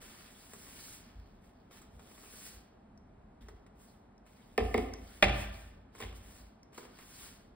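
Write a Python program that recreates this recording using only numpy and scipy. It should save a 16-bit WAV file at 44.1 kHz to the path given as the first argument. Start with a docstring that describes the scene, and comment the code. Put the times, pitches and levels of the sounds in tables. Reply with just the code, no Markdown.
"""A push broom sweeps a hardwood floor in short strokes over a low steady rumble; a bare room rings on.
Bristles hiss as clicks of slipping tips; tufts flick, stiff bristles tick, and steps boom on the floor.
From 4.6 s the broom knocks twice on a chair rail, then on its leg at 5.2 s: decaying wood modes, buzz and snap.
Strokes and flicks go on between, with faint chair contacts at 6.0 s and a last stroke to 7.2 s.
A hand-held phone a metre away hears it all at two microphone ports."""
import sys
import numpy as np
from scipy import signal
from scipy.fft import rfft, irfft
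from scipy.io import wavfile
from scipy.ndimage import uniform_filter1d

SR = 44100
rng = np.random.default_rng(int(sys.argv[2]) if len(sys.argv) > 2 else 0)


def master(y):
    """Save y as 16-bit WAV."""
    cut = np.clip(np.atleast_2d(y).T, -1, 1)
    pcm = np.round(cut * 32767)  # scale
    wavfile.write(sys.argv[1], SR, pcm.astype(np.int16))


N = 332954
T = np.arange(N) / SR
HZ = np.fft.rfftfreq(N, 1 / SR)

# Spectra give relative dB: colour() scales the result to rms 1.
# broom strokes: start_s, push_end_s, push_end_hiss_db (before trim), push_rise_db, coast_s, press_rasp_db
STROKES = [(0.0, 0.2, -61.5, -3.5, 0.19, 3.5), (0.288, 0.937, -52.5, 12, 0.019, -1),
           (1.006, 1.33, -102.5, -20, 0.075, 12.5), (1.40, 1.447, -75.5, 14, .04, -1),
           (1.52, 1.64, -106, -2, .04, 12.5), (1.699, 1.773, -62, 5.5, 0.006, 2.5),
           (1.897, 1.993, -74.5, 5, .01, -2), (1.976, 2.451, -51.5, 19, 0.078, -1),
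           (3.406, 3.453, -82, -14, 0.11, 3.5), (3.742, 3.808, -66, 25, 0.14, -4.5),
           (4.249, 4.567, -77.5, -3, 0.033, 0.5), (4.583, 4.8, -62, 1, 0.085, -1),
           (4.954, 5.139, -63, 9.5, 1, 2.5), (5.322, 5.405, -52, 11, .005, 7.5),
           (5.514, 5.596, -62.5, 2, 0.066, 1), (5.916, 6.013, -55.5, 33.5, 0.0061, 4.5),
           (6.005, 6.028, -71, -8, 0.075, 9.5), (6.133, 6.16, -60, 10, 0.0054, -0.5),
           (6.216, 6.35, -62, 4.5, 0.069, 0), (6.716, 6.785, -62, 19.5, 0.047, 5.5),
           (6.86, 7.012, -63, 23, .01, 3.5), (6.983, 7.216, -53, 13, 0.12, -0.5)]
# spectrum of fast bristle-tip slips: pitch_hz, density_db_per_hz
HISS_SPECTRUM = [(900, -20), (2500, -6), (4400, -5), (5800, 0), (9000, 0), (13000, -2), (16000, -1.5)]
# spectrum of broom head and boards shaken by the bristles: pitch_hz, density_db_per_hz
RASP_SPECTRUM = [(150, -4), (400, -4), (750, -9), (1000, -1), (1500, 0.5), (2200, -0.5), (2700, -1.5),
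                 (3300, -1.5), (4200, -6.5), (5500, -6.5), (9000, -16), (16000, -11.5)]
# ranges in which tufts scratch: low_hz, high_hz
TUFT_BANDS = [(500, 800), (800, 1200), (1200, 1700), (1700, 2300), (2300, 3000), (3000, 3900), (3900, 5000)]
# tufts landing, catching or flicking free: start_s, snap_db, clack_db
FLICKS = [(0.534, -48.5, -49), (0.682, -56, -56), (1.71, -71, -55.5), (1.747, -70, -63),
          (1.817, -55.5, -60), (1.994, -66, -54.5), (2.067, -68, -63), (2.113, -72, -57), (2.179, -67, -55),
          (2.233, -66, -54), (2.337, -68, -59), (3.485, -69, -49), (3.664, -75, -59), (4.264, -70, -61),
          (5.95, -68, -49), (5.958, -62, -65), (5.983, -59, -57), (6.002, -48, -43), (6.126, -67.5, -53),
          (6.729, -67.5, -57.5), (6.744, -58, -70), (6.778, -52, -41), (6.838, -70, -61),
          (6.851, -66, -51.5), (6.916, -70, -68), (6.987, -59, -48)]
# spectrum of a tuft's snap: pitch_hz, density_db_per_hz
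TUFT_SNAP_SPECTRUM = [(900, -14), (3000, -7), (4600, -5.5), (7800, 7), (10000, -2), (16000, -2.5)]
# spectrum of the broom head's clack: pitch_hz, density_db_per_hz
CLACK_SPECTRUM = [(120, -17.5), (400, 6), (700, -2.5), (1150, 2), (1600, -7), (2200, -5), (3500, -15),
                  (6000, -16.5), (16000, -28.5)]
# single stiff bristles springing free: start_s, level_db
TICKS = [(2.976, -59), (3.485, -52), (4.179, -66), (4.9372, -40), (6.631, -55)]
# spectrum of one bristle's tick: pitch_hz, density_db_per_hz
TICK_SPECTRUM = [(600, -6), (1800, 4), (2700, -1), (3800, -17), (5500, 15.5), (7500, -6.5), (16000, -11)]
# blows on the chair and rebounds: start_s, place, ring_db, buzz_db, snap_db, floor_boom_db
KNOCKS = [(4.578, "rail", -1.5, -38, -31, -31.5), (4.603, "rail", -13, -52, -55, -42),
          (4.7423, "rail deep", -0.5, -39, -34.5, -41), (4.778, "rail deep", -8, -44, -35, -58),
          (4.935, "rail deep", -31, -55, -52, -62), (5.225, "leg", 0, -24.5, -23.5, -27.5),
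          (5.233, "leg", -17, -38.5, -34.5, -38.5), (6.005, "rail deep", -28.5, -50.5, -53, -47),
          (6.013, "leg", -30.5, -50, -42, -39), (6.022, "rail deep", -25.5, -51.5, -58.5, -55),
          (6.033, "leg", -35, -61, -58, -59)]
# contact places: handle on cross rail, handle pushed farther in, head on front leg
PLACES = ("rail", "rail deep", "leg")
# modes of broom against chair: pitch_hz, t60_s, rail_db, rail_deep_db, leg_db
CHAIR_MODES = [(125.7, 0.526, -49.5, -56.5, -36.5), (203.5, 0.28, -39, -37.5, -31),
               (239.3, 0.099, -27.5, -25, -35), (273.4, 0.19, -34.5, -29.5, -39),
               (350.8, 0.309, -42, -38, -35.5), (390, 0.021, -30.5, -23, -59),
               (437.4, 0.089, -14.5, -16.5, -24), (496, 0.033, -27, -24.0, -23),
               (577, 0.027, -18.5, -27.5, -5.5), (610, 0.019, -12.5, -17.5, -4.5),
               (720, 0.012, -13.5, -18.5, -15.5), (734, 0.56, -42, -45, -37), (763, 0.36, -46, -46, -40),
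               (790.5, 0.046, -16, -17, -11.5), (809.5, 0.054, -28.5, -24, -13),
               (929, 0.032, -31, -30, -26.5), (1007, 0.022, -27.5, -27, -21.5),
               (1187, 0.071, -30.5, -32.5, -23.5), (1331, 0.062, -35, -36, -28.5),
               (1542, 0.015, -42, -46.0, -17.5), (1787.0, 0.015, -17.5, -40.5, -7.5),
               (1841.4, 0.015, -17.5, -18, -2), (1844.0, 0.03, -31.5, -21, -9),
               (2067, 0.048, -20, -16.5, -6.5), (2072, 0.079, -25.0, -21, -8.5),
               (2200, 0.018, -21.5, -20, -13.5), (2235, 0.067, -37.5, -27.5, -18),
               (2353, 0.03, -27.5, -35.5, -18), (2499.0, 0.0063, -34, -48, -13),
               (2560, 0.069, -30, -38.0, -18.5), (2750, 0.023, -34.5, -40.5, -18.5),
               (2952.0, 0.069, -74, -46.0, -21.5), (3100, 0.0033, -26.5, -40.5, -22.5),
               (3510, 0.023, -63.0, -57.5, -22), (3710, 0.054, -56, -45.5, -32),
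               (4020, 0.0035, -41.5, -40, -37), (4760, 0.18, -50, -49.0, -45.5),
               (5035.0, 0.013, -48.0, -45.5, -27.5), (5300, 0.074, -44, -62.5, -72)]
# spectrum of loose joints and close upper wood modes: pitch_hz, density_db_per_hz
BUZZ_SPECTRUM = [(120, -8), (500, 0), (850, -2), (1000, -6), (1600, -6), (2000, -1), (2900, 0), (3600, -3),
                 (4300, -14), (5200, -12), (8000, -25), (16000, -35)]
# spectrum of hard contact: pitch_hz, density_db_per_hz
SNAP_SPECTRUM = [(500, -9), (2000, -1), (5500, 1), (8000, -3), (16000, -5.5)]
# chair sound at the two ports: pitch_hz, left_minus_right_db
CHAIR_BALANCE = [(100, 0), (350, 5), (620, -7), (1200, -4), (2100, -1), (3200, 2), (4500, -3.5), (8000, 0)]
# footsteps: start_s, level_db
STEPS = [(1.149, -39.5), (1.93, -46.5), (2.529, -45.5), (3.404, -43.5), (3.501, -47), (4.188, -61),
         (6.401, -45.5)]
# modes of the sprung floor: pitch_hz, level_db
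FLOOR_MODES = [(44, -20.5), (53.5, 0.5), (59, -8), (78, -10.5), (86, -9.5), (99, -17.5), (121, -26)]
# ring of the room: pitch_hz, t60_s, level_db
ROOM = [(60, 0.21, 4), (215.4, 0.61, 0), (330, 0.62, 2.5), (436, 0.59, -1), (600, 0.76, -3.5),
        (760, 0.75, -2), (971, 0.71, -4), (1570, 0.95, -5), (2197, 0.74, -6.5), (3640, 0.73, -5.5),
        (7800, 0.33, -7.5), (16100, 0.33, -18)]
# spectrum of the steady rumble: pitch_hz, density_db_per_hz
RUMBLE_SPECTRUM = [(20, -47.5), (34, 0.5), (110, -6.5), (160, -7.5), (212, -1.5), (265, -6.5), (336, -12.5),
                   (383, -11), (521, -15.5), (640, -12.5), (807, -14), (895, -16.5), (1040, -19),
                   (1130, -20), (2920, -36), (16000, -59.5)]
# diffuse sound at the two ports: pitch_hz, correlation
LIKENESS = [(100, .99), (260, .92), (550, .3), (950, .2), (1800, .7), (2600, .35), (4500, .3), (5900, .93),
            (16000, .97)]
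# lead of the left port: pitch_hz, phase_rad
PORT_LEAD = [(0, 0), (250, -.1), (600, -.9), (950, -.9), (1500, -.4), (2200, .5), (2850, 2.6), (4100, .6),
             (4800, 2), (6900, 3.8), (8400, 6.1), (9900, 6.5), (11200, 8.9), (13400, 9.9), (14700, 12.4),
             (16000, 12.6)]

LAND_S, SETTLE_S, SETTLE_DB = 0.02, 0.03, 2.5
FADE_DB_PER_S = 212  # approached as the broom slows and lifts
FLICK_RISE_S, FLICK_DECAY_S = 0.00039, 0.0089
TICK_RISE_S, TICK_DECAY_S = 0.00018, 0.0027
BOUNCE_S, BOUNCE_DB = 0.0056, -7  # blows mirrored by the boards
BOOM_RISE_S, BOOM_DECAY_S = 0.029, 0.16
STEP_RISE_S, STEP_DECAY_S = 0.01, 0.039
RUMBLE_DB = -59
TOP_HZ = 15750


def undb(db):
    """Convert decibels to gain."""
    return 10 ** (np.asarray(db) / 20)


def over_hz(points, hz, axis=1):
    """Interpolate a table column over log frequency."""
    points = np.array(points)
    return np.interp(np.log(np.maximum(hz, 1)), np.log(points[:, 0]), points[:, axis])


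def colour(x, points):
    """Shape a signal's spectrum, at rms 1."""
    y = irfft(rfft(x) * undb(over_hz(points, HZ)), N)
    return y / y.std()


def noise(points):
    """Shape steady noise, at rms 1."""
    return colour(rng.standard_normal(N), points)


def walk(rate_hz):
    """Hold random levels for 1 / rate_hz and smooth them twice, at spread 1."""
    hold = int(SR / rate_hz)
    steps = rng.standard_normal(4096)[np.arange(N) // hold]
    smooth = uniform_filter1d(uniform_filter1d(steps, hold), hold)
    return smooth / smooth.std()


def burst(start_s, rise_s, decay_s):
    """Rise linearly to 1, then decay exponentially."""
    age = T - start_s
    return np.clip(age / rise_s, 0, 1) * np.exp(-np.clip((age - rise_s) / decay_s, 0, 40))


def diffuse(a, b):
    """Mix unrelated signals to the ports' correlation: shared mid, opposed side."""
    alike = np.clip(over_hz(LIKENESS, HZ), 0, 1)
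    mid = rfft(a, N) * np.sqrt((1 + alike) / 2)
    side = rfft(b, N) * np.sqrt((1 - alike) / 2)
    return irfft([mid + side, mid - side], N)


def slips(rate_hz, scatter_db):
    """Scatter tiny clicks of uneven size in time, at rms 1."""
    hits = rng.random(N) < rate_hz / SR
    clicks = hits * rng.standard_normal(N) * undb(scatter_db * rng.standard_normal(N))
    return clicks / clicks.std()


def bristles(hiss_trim_db=1.0, rasp_db=-63.0, rasp_growth=0.64, firm_db=-60, chatter_db=0.84, snag_db=-12):
    """Tips catch and slip: a faster stroke gains more hiss than rasp, a heavier one more rasp."""
    speed, shaking = 0, 0
    tufts = np.minimum(walk(130), 1)
    for start_s, push_end_s, level_db, rise_db, coast_s, press_db in STROKES:
        shape_db = stroke_db(start_s, push_end_s, rise_db, coast_s, tufts)
        pace = undb(level_db - firm_db + shape_db)  # 1 in a firm stroke
        speed = np.maximum(speed, pace)
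        shaking = np.maximum(shaking, pace ** rasp_growth * undb(press_db))
    chatter = undb(chatter_db * walk(70))  # uneven grip on the grain
    hiss = diffuse(*(colour(slips(37000, 0.39), HISS_SPECTRUM) for _ in range(2)))
    # sparse slips: tips that snag in the grain and let go harder
    rasp = diffuse(*(colour(slips(5000, 4.1) + undb(snag_db) * slips(120, 2.5), RASP_SPECTRUM)
                     for _ in range(2)))
    scratch = 0.55 * clumps(diffuse(slips(4000, 1.5), slips(4000, 1.5)))
    fine = hiss * speed * undb(firm_db + hiss_trim_db)
    coarse = (rasp + scratch) * shaking * undb(rasp_db)
    return chatter * (fine + coarse)


def stroke_db(start_s, push_end_s, rise_db, coast_s, tufts):
    """Level relative to push end: ragged landing, steady change in dB, coast and fade."""
    landing = 20 * np.log10(np.clip((T - start_s) / LAND_S, 1e-9, 1))
    # tufts touch down one by one
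    settling = SETTLE_DB * tufts * np.exp(-np.clip((T - start_s) / SETTLE_S, 0, 20))
    pushing = rise_db * np.clip((T - push_end_s) / (push_end_s - start_s), -1, 0)
    slowing = np.hypot(np.maximum(T - push_end_s, 0), coast_s) - coast_s
    return landing + settling + pushing - FADE_DB_PER_S * slowing


def clumps(x, rate_hz=55, depth_db=6.5):
    """Tufts grip and let go separately, so each pitch range spurts on its own; rms 1."""
    out = 0
    for edges_hz in TUFT_BANDS:
        band = signal.sosfilt(signal.butter(2, edges_hz, "band", fs=SR, output="sos"), x)
        out = out + band * undb(depth_db * np.minimum(walk(rate_hz), 2))
    return out / out.std()


def flicks():
    """A tuft snaps against boards or chair leg and shakes the broom head: two noise bursts."""
    snap, clack = 0, 0
    for start_s, snap_db, clack_db in FLICKS:
        shape = burst(start_s, FLICK_RISE_S, FLICK_DECAY_S)
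        snap = snap + undb(snap_db) * shape
        clack = clack + undb(clack_db) * shape
    return snap * noise(TUFT_SNAP_SPECTRUM) + clack * noise(CLACK_SPECTRUM)


def ticks():
    """A stiff bristle springs free with a dry noise tick."""
    shape = sum(undb(db) * burst(start_s, TICK_RISE_S, TICK_DECAY_S) for start_s, db in TICKS)
    return shape * noise(TICK_SPECTRUM)


def knocks(travel_s=0.0031, buzz_s=0.012, snap_s=0.0011, waver_db=3, waver_s=0.038):
    """Each blow snaps, rings the wood and buzzes its joints; bending waves bring high modes first."""
    ring, buzz, snap = np.zeros(N), 0, 0
    t, rocking = T[:SR // 2], walk(40)
    for start_s, place, ring_db, buzz_db, snap_db, _ in KNOCKS:
        at = int(start_s * SR)
        for k, (hz, t60_s, *place_db) in enumerate(CHAIR_MODES):
            lag_s = travel_s * np.sqrt(400 / hz)  # travel_s holds at 400 Hz
            swell = 1 - np.exp(-np.minimum(t / lag_s, 10) ** 2)
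            fade = np.exp(-np.minimum(np.log(1000) * (t - lag_s) / t60_s, 20))
            # the chair rocks on its feet: each mode dies away unevenly
            offset = rng.integers(N - len(t))
            waver = rocking[offset:][:len(t)] * (1 - np.exp(-(t / waver_s) ** 2))
            tone = np.sin(2 * np.pi * hz * (t - lag_s))
            mode = swell * fade * undb(waver_db * (waver - 0.5)) * tone
            gain = undb(ring_db + place_db[PLACES.index(place)])
            ring[at:at + len(t)] += (-1) ** k * gain * mode
        buzz = buzz + undb(buzz_db) * burst(start_s, 0.00077, buzz_s)
        snap = snap + undb(snap_db) * burst(start_s, 0.0001, snap_s)
    mirrored = undb(BOUNCE_DB) * np.interp(T - BOUNCE_S, T, ring)
    uneven = undb(3.5 * walk(220) + 0.5)
    return ring + mirrored + buzz * uneven * noise(BUZZ_SPECTRUM) + snap * noise(SNAP_SPECTRUM)


def rattles(rattle_db=-6.5, fade_s=0.066, last_s=0.12, contact_s=0.0054):
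    """The loose handle chatters in its socket: eight light contacts per blow, later ones weaker."""
    delays_s = 0.009 + last_s * rng.random(size=(len(KNOCKS), 8))
    hits = np.zeros(N)
    for (start_s, _, _, buzz_db, *_), row in zip(KNOCKS, delays_s):
        for delay_s in row:
            hits[int((start_s + delay_s) * SR)] += undb(buzz_db + rattle_db) * np.exp(-delay_s / fade_s)
    contacts = signal.lfilter([1], [1, -np.exp(-1 / (contact_s * SR))], hits)
    return contacts * noise(BUZZ_SPECTRUM)


def towards_chair(x):
    """The phone's body shades one port or the other, depending on pitch."""
    return irfft(rfft(x) * undb(np.outer([1, -1], over_hz(CHAIR_BALANCE, HZ) / 2)), N)


def thumps():
    """Blows and steps swing the floor on its joists in a few close, beating modes."""
    loads = [(start_s, db, BOOM_RISE_S, BOOM_DECAY_S) for start_s, *_, db in KNOCKS]
    loads += [(start_s, db, STEP_RISE_S, STEP_DECAY_S) for start_s, db in STEPS]
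    out, t = np.zeros(N), T[:SR]
    swing = sum((-1) ** k * undb(db) * np.sin(2 * np.pi * hz * t)
                for k, (hz, db) in enumerate(FLOOR_MODES))
    for start_s, db, rise_s, decay_s in loads:
        at = int(start_s * SR)
        span = slice(at, at + SR)
        out[span] += undb(db) * swing * burst(start_s, rise_s, decay_s)[span]
    return signal.sosfilt(signal.butter(4, 38, "high", fs=SR, output="sos"), out)


def room(x, wet_db, gap_s=0.004, early=0.5, early_s=0.024):
    """Reflections, strongest at first from near floor and furniture: noise decaying by band."""
    t, hz = T[:SR], np.fft.rfftfreq(SR, 1 / SR)
    spectra, tails = rfft(rng.standard_normal((2, SR))), 0
    arrival = np.clip(t / gap_s - 1, 0, 1) * (1 + early * np.exp(-t / early_s))
    for centre_hz in 2 ** np.arange(5, 14.1, 0.25):
        inside = abs(np.log2((hz + 1) / centre_hz)) < 1 / 8  # quarter-octave band
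        tau_s = over_hz(ROOM, centre_hz) / np.log(1000)
        level = np.sqrt(2 / (tau_s * SR)) * undb(over_hz(ROOM, centre_hz, axis=2))
        fade = arrival * np.exp(-t / tau_s) * level
        band = irfft(spectra * inside, SR) * fade
        # set each band's energy exactly
        energy = np.sum(band ** 2, axis=1, keepdims=True)
        tails = tails + band * np.sqrt(inside.mean() * np.sum(fade ** 2) / energy)
    response = diffuse(*even(tails))[:, :SR]
    return undb(wet_db) * signal.fftconvolve(x[None], response, axes=1)[:, :N]


def even(response, narrow_hz=25, broad_hz=300):
    """Soften pitches that stick out of a one-second response; keep its first three quarters."""
    spectrum = rfft(response)  # bins 1 Hz apart
    narrow = uniform_filter1d(abs(spectrum), int(narrow_hz))
    broad = uniform_filter1d(abs(spectrum), int(broad_hz))
    softened = spectrum * np.sqrt((abs(broad) + 1e-9) / (abs(narrow) + 1e-9))
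    return irfft(softened, SR)[:, :3 * SR // 4]


def rumble(split_hz=160, bass_wander_db=2, wander_db=0.44):
    """Low background of the house: shaped noise whose bass wavers more than the rest."""
    steady = diffuse(noise(RUMBLE_SPECTRUM), noise(RUMBLE_SPECTRUM)) * undb(RUMBLE_DB)
    bass = signal.sosfiltfilt(signal.butter(2, split_hz, fs=SR, output="sos"), steady)
    return bass * undb(bass_wander_db * walk(4.8)) + (steady - bass) * undb(wander_db * walk(10))


def scene():
    """Sum broom, chair and floor, the room's echoes and the rumble."""
    sweep, taps, tips = bristles(), flicks(), ticks()
    blows = knocks() + rattles()
    echo_send = blows + undb(1.5) * taps + undb(-1.5) * tips + undb(1.5) * sweep[0]
    direct = sweep + taps + tips + towards_chair(blows) + thumps()
    return direct + room(echo_send, wet_db=-1.5) + rumble()


def record(dry):
    """The two ports hear each pitch a little out of step; the top is cut."""
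    lead_rad = np.interp(HZ, *np.transpose(PORT_LEAD))
    ports = rfft(dry) * np.exp(1j * np.outer([1, -1], lead_rad / 2))
    top_cut = signal.ellip(14, 0.2, 80, TOP_HZ, fs=SR, output="sos")
    return signal.sosfilt(top_cut, irfft(ports, N))


dry = scene()
out = record(dry)
master(out)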